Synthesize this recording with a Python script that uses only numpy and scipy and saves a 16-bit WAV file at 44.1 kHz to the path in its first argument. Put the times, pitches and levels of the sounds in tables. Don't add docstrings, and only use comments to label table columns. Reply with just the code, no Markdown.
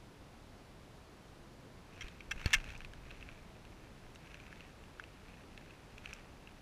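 import sys
import numpy as np
from scipy import signal
from scipy.fft import rfft, irfft, next_fast_len
from scipy.io import wavfile

SR = 44100
rng = np.random.default_rng(int(sys.argv[2]) if len(sys.argv) > 2 else 0)


def digitize_waveform(pressure):
    field = np.atleast_2d(pressure).T
    bounded = np.clip(field, -1, 1)
    quanta = np.round(bounded * 32767).astype(np.int16)
    wavfile.write(sys.argv[1], SR, quanta)


N = 291809

# (time before a short lag [s], ring level [dB], ring pitch [Hz], contact level [dB])
TOOTH_CLICKS = [(2.0673, -45, 2350, -64), (2.395, -40.5, 2710, -61), (2.6416, -49, 2390, -57),
                (2.6882, -43, 2670, -56), (2.7035, -41, 1570, -54.5), (2.7511, -39, 2420, -61),
                (2.7626, -42, 2670, -65), (2.805, -40, 2500, -58), (2.8171, -43, 2700, -61),
                (2.8476, -35.5, 2480, -51), (2.9347, -43, 2720, -54), (3.1063, -39, 2620, -59),
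                (3.1113, -46, 2500, -55), (3.209, -46, 2540, -61.5), (3.2261, -37.5, 2640, -60),
                (3.2886, -40.5, 2420, -63), (3.651, -45, 2680, -62.5), (4.1577, -50.5, 2820, -56.5),
                (4.343, -38.5, 2560, -56), (4.4005, -45, 2400, -65), (4.5271, -41.5, 1640, -61.5),
                (4.6062, -39, 2670, -58), (4.838, -47.5, 2740, -67), (4.9968, -31, 1555, -58),
                (5.0384, -42, 2700, -60.5), (5.5765, -38, 2650, -54.5), (5.7068, -45, 2620, -65),
                (5.9807, -44.5, 2730, -55), (6.0578, -33.5, 2550, -51.5), (6.095, -47, 2380, -65),
                (6.1299, -36, 2550, -55.5), (6.473, -41, 2730, -63)]
# (time [s], length [s], level [dB], splinters against that level [dB],
#  pitch of the bending piece [Hz], piece against the bone's ring [dB])
BONE_CRACKS = [(2.0085, 0.0042, -41, -28, 5700, -7), (2.018, 0.0072, -44, -33, 3330, -6),
               (2.082, 0.0035, -49, -29, 3700, -2), (2.2055, 0.0031, -44.5, -32, 2500, -1),
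               (2.3107, 0.011, -34, -21, 1637, -3), (2.459, 0.0011, -26, -18, 4300, -6),
               (2.51, 0.0035, -49, -24.5, 2420, -7), (2.5309, 0.0081, -23, -16, 2080, -6),
               (2.5378, 0.0075, -25.5, -10, 3230, -5), (2.543, 0.0074, -25, -18, 2730, -3)]
# (time [s], level [dB])
LIP_SMACKS = [(2.643, -49), (2.777, -48), (4.15, -51), (6.135, -39)]
# (time [s], level [dB], pitch [Hz], time to fall 60 dB [s])
GROUND_THUMPS = [(2.044, -35.5, 39, 0.064), (2.358, -38.5, 26, 0.23), (2.4599, -18.5, 73, 0.041),
                 (2.561, -32.5, 29.7, 0.21), (2.694, -42, 55, 0.12)]
# (pitch [Hz], level [dB], time to fall 60 dB before damping [s])
BONE_TONES = [(1110, -15.5, 0.057), (1283, -10.5, 0.061), (1598, -9, 0.081), (1740, -1, 0.054),
              (2117, -3, 0.061), (2175, -3, 0.016), (2260, 1.5, 0.029), (2658, -0.5, 0.038),
              (3160, -3, 0.027), (3320, 2, 0.015), (4000, -17, 0.014), (5430, -13, 0.024),
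              (5790, -2.5, 0.01), (6160, -51, 0.0099), (7200, -15.5, .01)]
# (frequency [Hz], level [dB])
CONTACT_COLOUR = [(300, -48), (900, -26), (1600, 17), (2000, -17), (2600, 14), (3600, -1.5), (4200, 5),
                  (4800, -16), (5900, -2), (8000, -15), (13000, -21), (16000, -63)]
# (frequency [Hz], level [dB])
SPLINTER_COLOUR = [(1000, -30), (4000, -4), (5600, 4.5), (7600, 1), (9000, -3), (11000, -14), (13000, -7),
                   (16000, -24)]
# (frequency [Hz], level [dB])
GRIT_COLOUR = [(400, -16), (1000, -8), (1600, -1), (2000, -2), (2600, 2.5), (3100, -8.5), (3700, -11),
               (4300, -13.5), (4900, -20.5), (5900, -14.5), (8000, -26), (15000, -37)]
# (frequency [Hz], level [dB])
AIR_COLOUR = [(10, -17), (25, 1.5), (45, -0.5), (70, -2.5), (100, -2), (140, -3.5), (250, -6.5),
              (450, -10.5), (1000, -15.5), (1700, -20), (4600, -27), (8000, -34.5), (12000, -40),
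              (15000, -44)]
# (frequency [Hz], level [dB])
TURF_COLOUR = [(8, -14), (25, 3.5), (60, -2.5), (120, -9), (250, -19.5), (800, -37), (3000, -100)]
# (time of reaching full force [s], hold [s], force [dB])
JAW_BITES = [(2.023, 0.055, -56.5), (2.475, 0.041, -46.5), (2.67, 0.037, -54.5), (3.083, 0.25, -62.5),
             (4.26, 0.42, -63), (5.293, 0.062, -63), (5.666, 0.024, -62.5), (6.074, 0.037, -56.5),
             (6.475, 0.026, -66.5)]
# (frequency [Hz], level [dB])
HEDGE_COLOUR = [(200, -4), (2500, -26), (6000, 6.0), (15000, 5)]

TIGHTEN_DB_PER_S, RELAX_DB_PER_S = 108, 100
HOLD_DB = -69.5
BRACE_DB, BRACE_DB_PER_S, SETTLE_DB_PER_S = -4.5, 29, 7.5
TOP_HZ = 15300


def amp(db):
    return 10 ** (np.asarray(db) / 20)


def unit(x):
    return x / np.sqrt(np.mean(x ** 2) + 1e-20)


def filtered(x, response):
    size = next_fast_len(len(x) + 8192)
    spectrum = rfft(x, size) * response(np.fft.rfftfreq(size, 1 / SR))
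    return irfft(spectrum, size)[:len(x)]


def coloured(x, points):
    f, db = np.transpose(points)

    def response(hz):
        return amp(np.interp(np.log(hz + 1), np.log(f + 1), db))

    return unit(filtered(x, response))


def noise(points, size):
    return coloured(rng.standard_normal(size), points)


def fade(t, t60):
    return np.exp(-np.log(1000) * t / t60)


def add(track, s, sound):
    part = track[round(s * SR):][:len(sound)]
    part += sound[:len(part)]


def effort(rise_db_per_s, fall_db_per_s):
    t = np.arange(N) / SR
    bites = []
    for s, hold, db in JAW_BITES:
        rise = rise_db_per_s * np.maximum(s - t, 0)
        fall = fall_db_per_s * np.maximum(t - s - hold, 0)
        bites.append(db - rise - fall)
    first_bite = JAW_BITES[0][0]
    held = HOLD_DB - rise_db_per_s * np.maximum(first_bite - t, 0)
    return np.max(bites + [held], axis=0)


def garden(air_db=-56):
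    air = amp(air_db) * noise(AIR_COLOUR, N)
    brace = amp(BRACE_DB + effort(BRACE_DB_PER_S, SETTLE_DB_PER_S))
    return air + brace * noise(TURF_COLOUR, N)


def hedge(x, t60=0.094, wet_db=-23):
    t = np.arange(SR // 2) / SR
    tail = noise(HEDGE_COLOUR, len(t)) * fade(t, t60)
    tail *= t > 0.005
    return amp(wet_db) * signal.fftconvolve(x, tail / np.linalg.norm(tail))[:N]


def thumps(rise=0.00015, lead=0.43):
    out, t = np.zeros(N), np.arange(SR // 4) / SR
    for s, db, hz, t60 in GROUND_THUMPS:
        swing = np.sin(2 * np.pi * hz * t + lead)
        onset = 1 - np.exp(-t / rise)
        add(out, s, -amp(db) * fade(t, t60) * swing * onset)
    return out


def gnawing(grains_hz=260, scatter_db=5.0, grit_db=-1, rub_db=-7):
    sizes = amp(scatter_db * np.minimum(rng.exponential(size=N), 2))
    grains = (rng.random(N) < grains_hz / SR) * sizes
    t = np.arange(SR // 100) / SR
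    crumb_power = signal.fftconvolve(grains ** 2, fade(t, 0.0071))[:N]
    crumbs = np.sqrt(np.abs(crumb_power)) * rng.standard_normal(N)
    grit = amp(grit_db) * coloured(crumbs, GRIT_COLOUR)
    rub = amp(rub_db) * noise(GRIT_COLOUR, N)
    return amp(effort(TIGHTEN_DB_PER_S, RELAX_DB_PER_S)) * (grit + rub)


def smacks(t60=0.011, rise=0.00053):
    out, t = np.zeros(N), np.arange(SR // 30) / SR
    for s, db in LIP_SMACKS:
        onset = 1 - np.exp(-t / rise)
        add(out, s, amp(db - 2) * noise(SPLINTER_COLOUR, len(t)) * fade(t, t60) * onset)
    return out


def bone_ring(t, damping):
    ring = np.zeros(len(t))
    for hz, db, t60 in BONE_TONES:
        level = amp(db + rng.normal(0, 0.44))
        tone = np.sin(2 * np.pi * (hz * t + rng.random()))
        ring += level * fade(t, t60 / damping) * tone
    return ring / np.linalg.norm(ring)


def clicks(ring_t60=0.0095, contact_t60=0.0058, rise=0.00055, ring_db=4, contact_db=21, bone_db=4, lag=0.0004):
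    out, t = np.zeros(N), np.arange(SR // 20) / SR
    onset = 1 - np.exp(-t / rise)
    for s, db, hz, treble_db in TOOTH_CLICKS:
        cavity = amp(db + ring_db) * fade(t, ring_t60) * np.sin(2 * np.pi * hz * t)
        contact = amp(treble_db + contact_db) * fade(t, contact_t60) * noise(CONTACT_COLOUR, len(t))
        ring = amp(db + bone_db) * bone_ring(t, damping=0.81)
        add(out, s + lag, onset * (cavity + contact + ring))
    return out


def cracks(breaks_hz=3200, splinter_t60=0.017, piece_t60=0.018, first=1.8, tear_db=-8, low_hz=1000):
    out, t = np.zeros(N), np.arange(SR // 12) / SR
    for s, length, db, splinter_db, hz, piece_db in BONE_CRACKS:
        breaks = (rng.random(len(t)) < breaks_hz / SR) * rng.standard_normal(len(t)) * (t < length)
        breaks[0] = first
        piece_ring = fade(t, piece_t60) * np.sin(2 * np.pi * hz * t)
        whole = unit(signal.fftconvolve(breaks, bone_ring(t, damping=1.12))[:len(t)])
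        piece = unit(signal.fftconvolve(breaks, piece_ring)[:len(t)])
        run = fade(np.maximum(t - length, 0), splinter_t60)
        tear = unit(noise(GRIT_COLOUR, len(t)) * run)
        body = unit(whole + amp(piece_db) * piece + amp(tear_db) * tear)
        body *= np.sqrt(length / t[-1])
        splinters = amp(splinter_db) * noise(SPLINTER_COLOUR, len(t)) * run
        add(out, s, amp(db) * (body + splinters))
    highpass = signal.butter(2, low_hz, "highpass", fs=SR, output="sos")
    return signal.sosfilt(highpass, out)


def scene():
    mouth = gnawing() + smacks() + clicks() + cracks()
    return (garden() + hedge(mouth) + thumps() + mouth)[None]


def record(dry, whine_hz=10070, width_hz=130, whine_db=-87):
    def narrow(hz):
        return 1 / (1 + ((hz - whine_hz) / width_hz) ** 2)

    def band_limit(hz):
        return 1 / (1 + (hz / TOP_HZ) ** 160)

    whine = unit(filtered(rng.standard_normal(N), narrow))
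    return filtered(dry[0] + amp(whine_db) * whine, band_limit)[None]


dry = scene()
out = record(dry)
digitize_waveform(out)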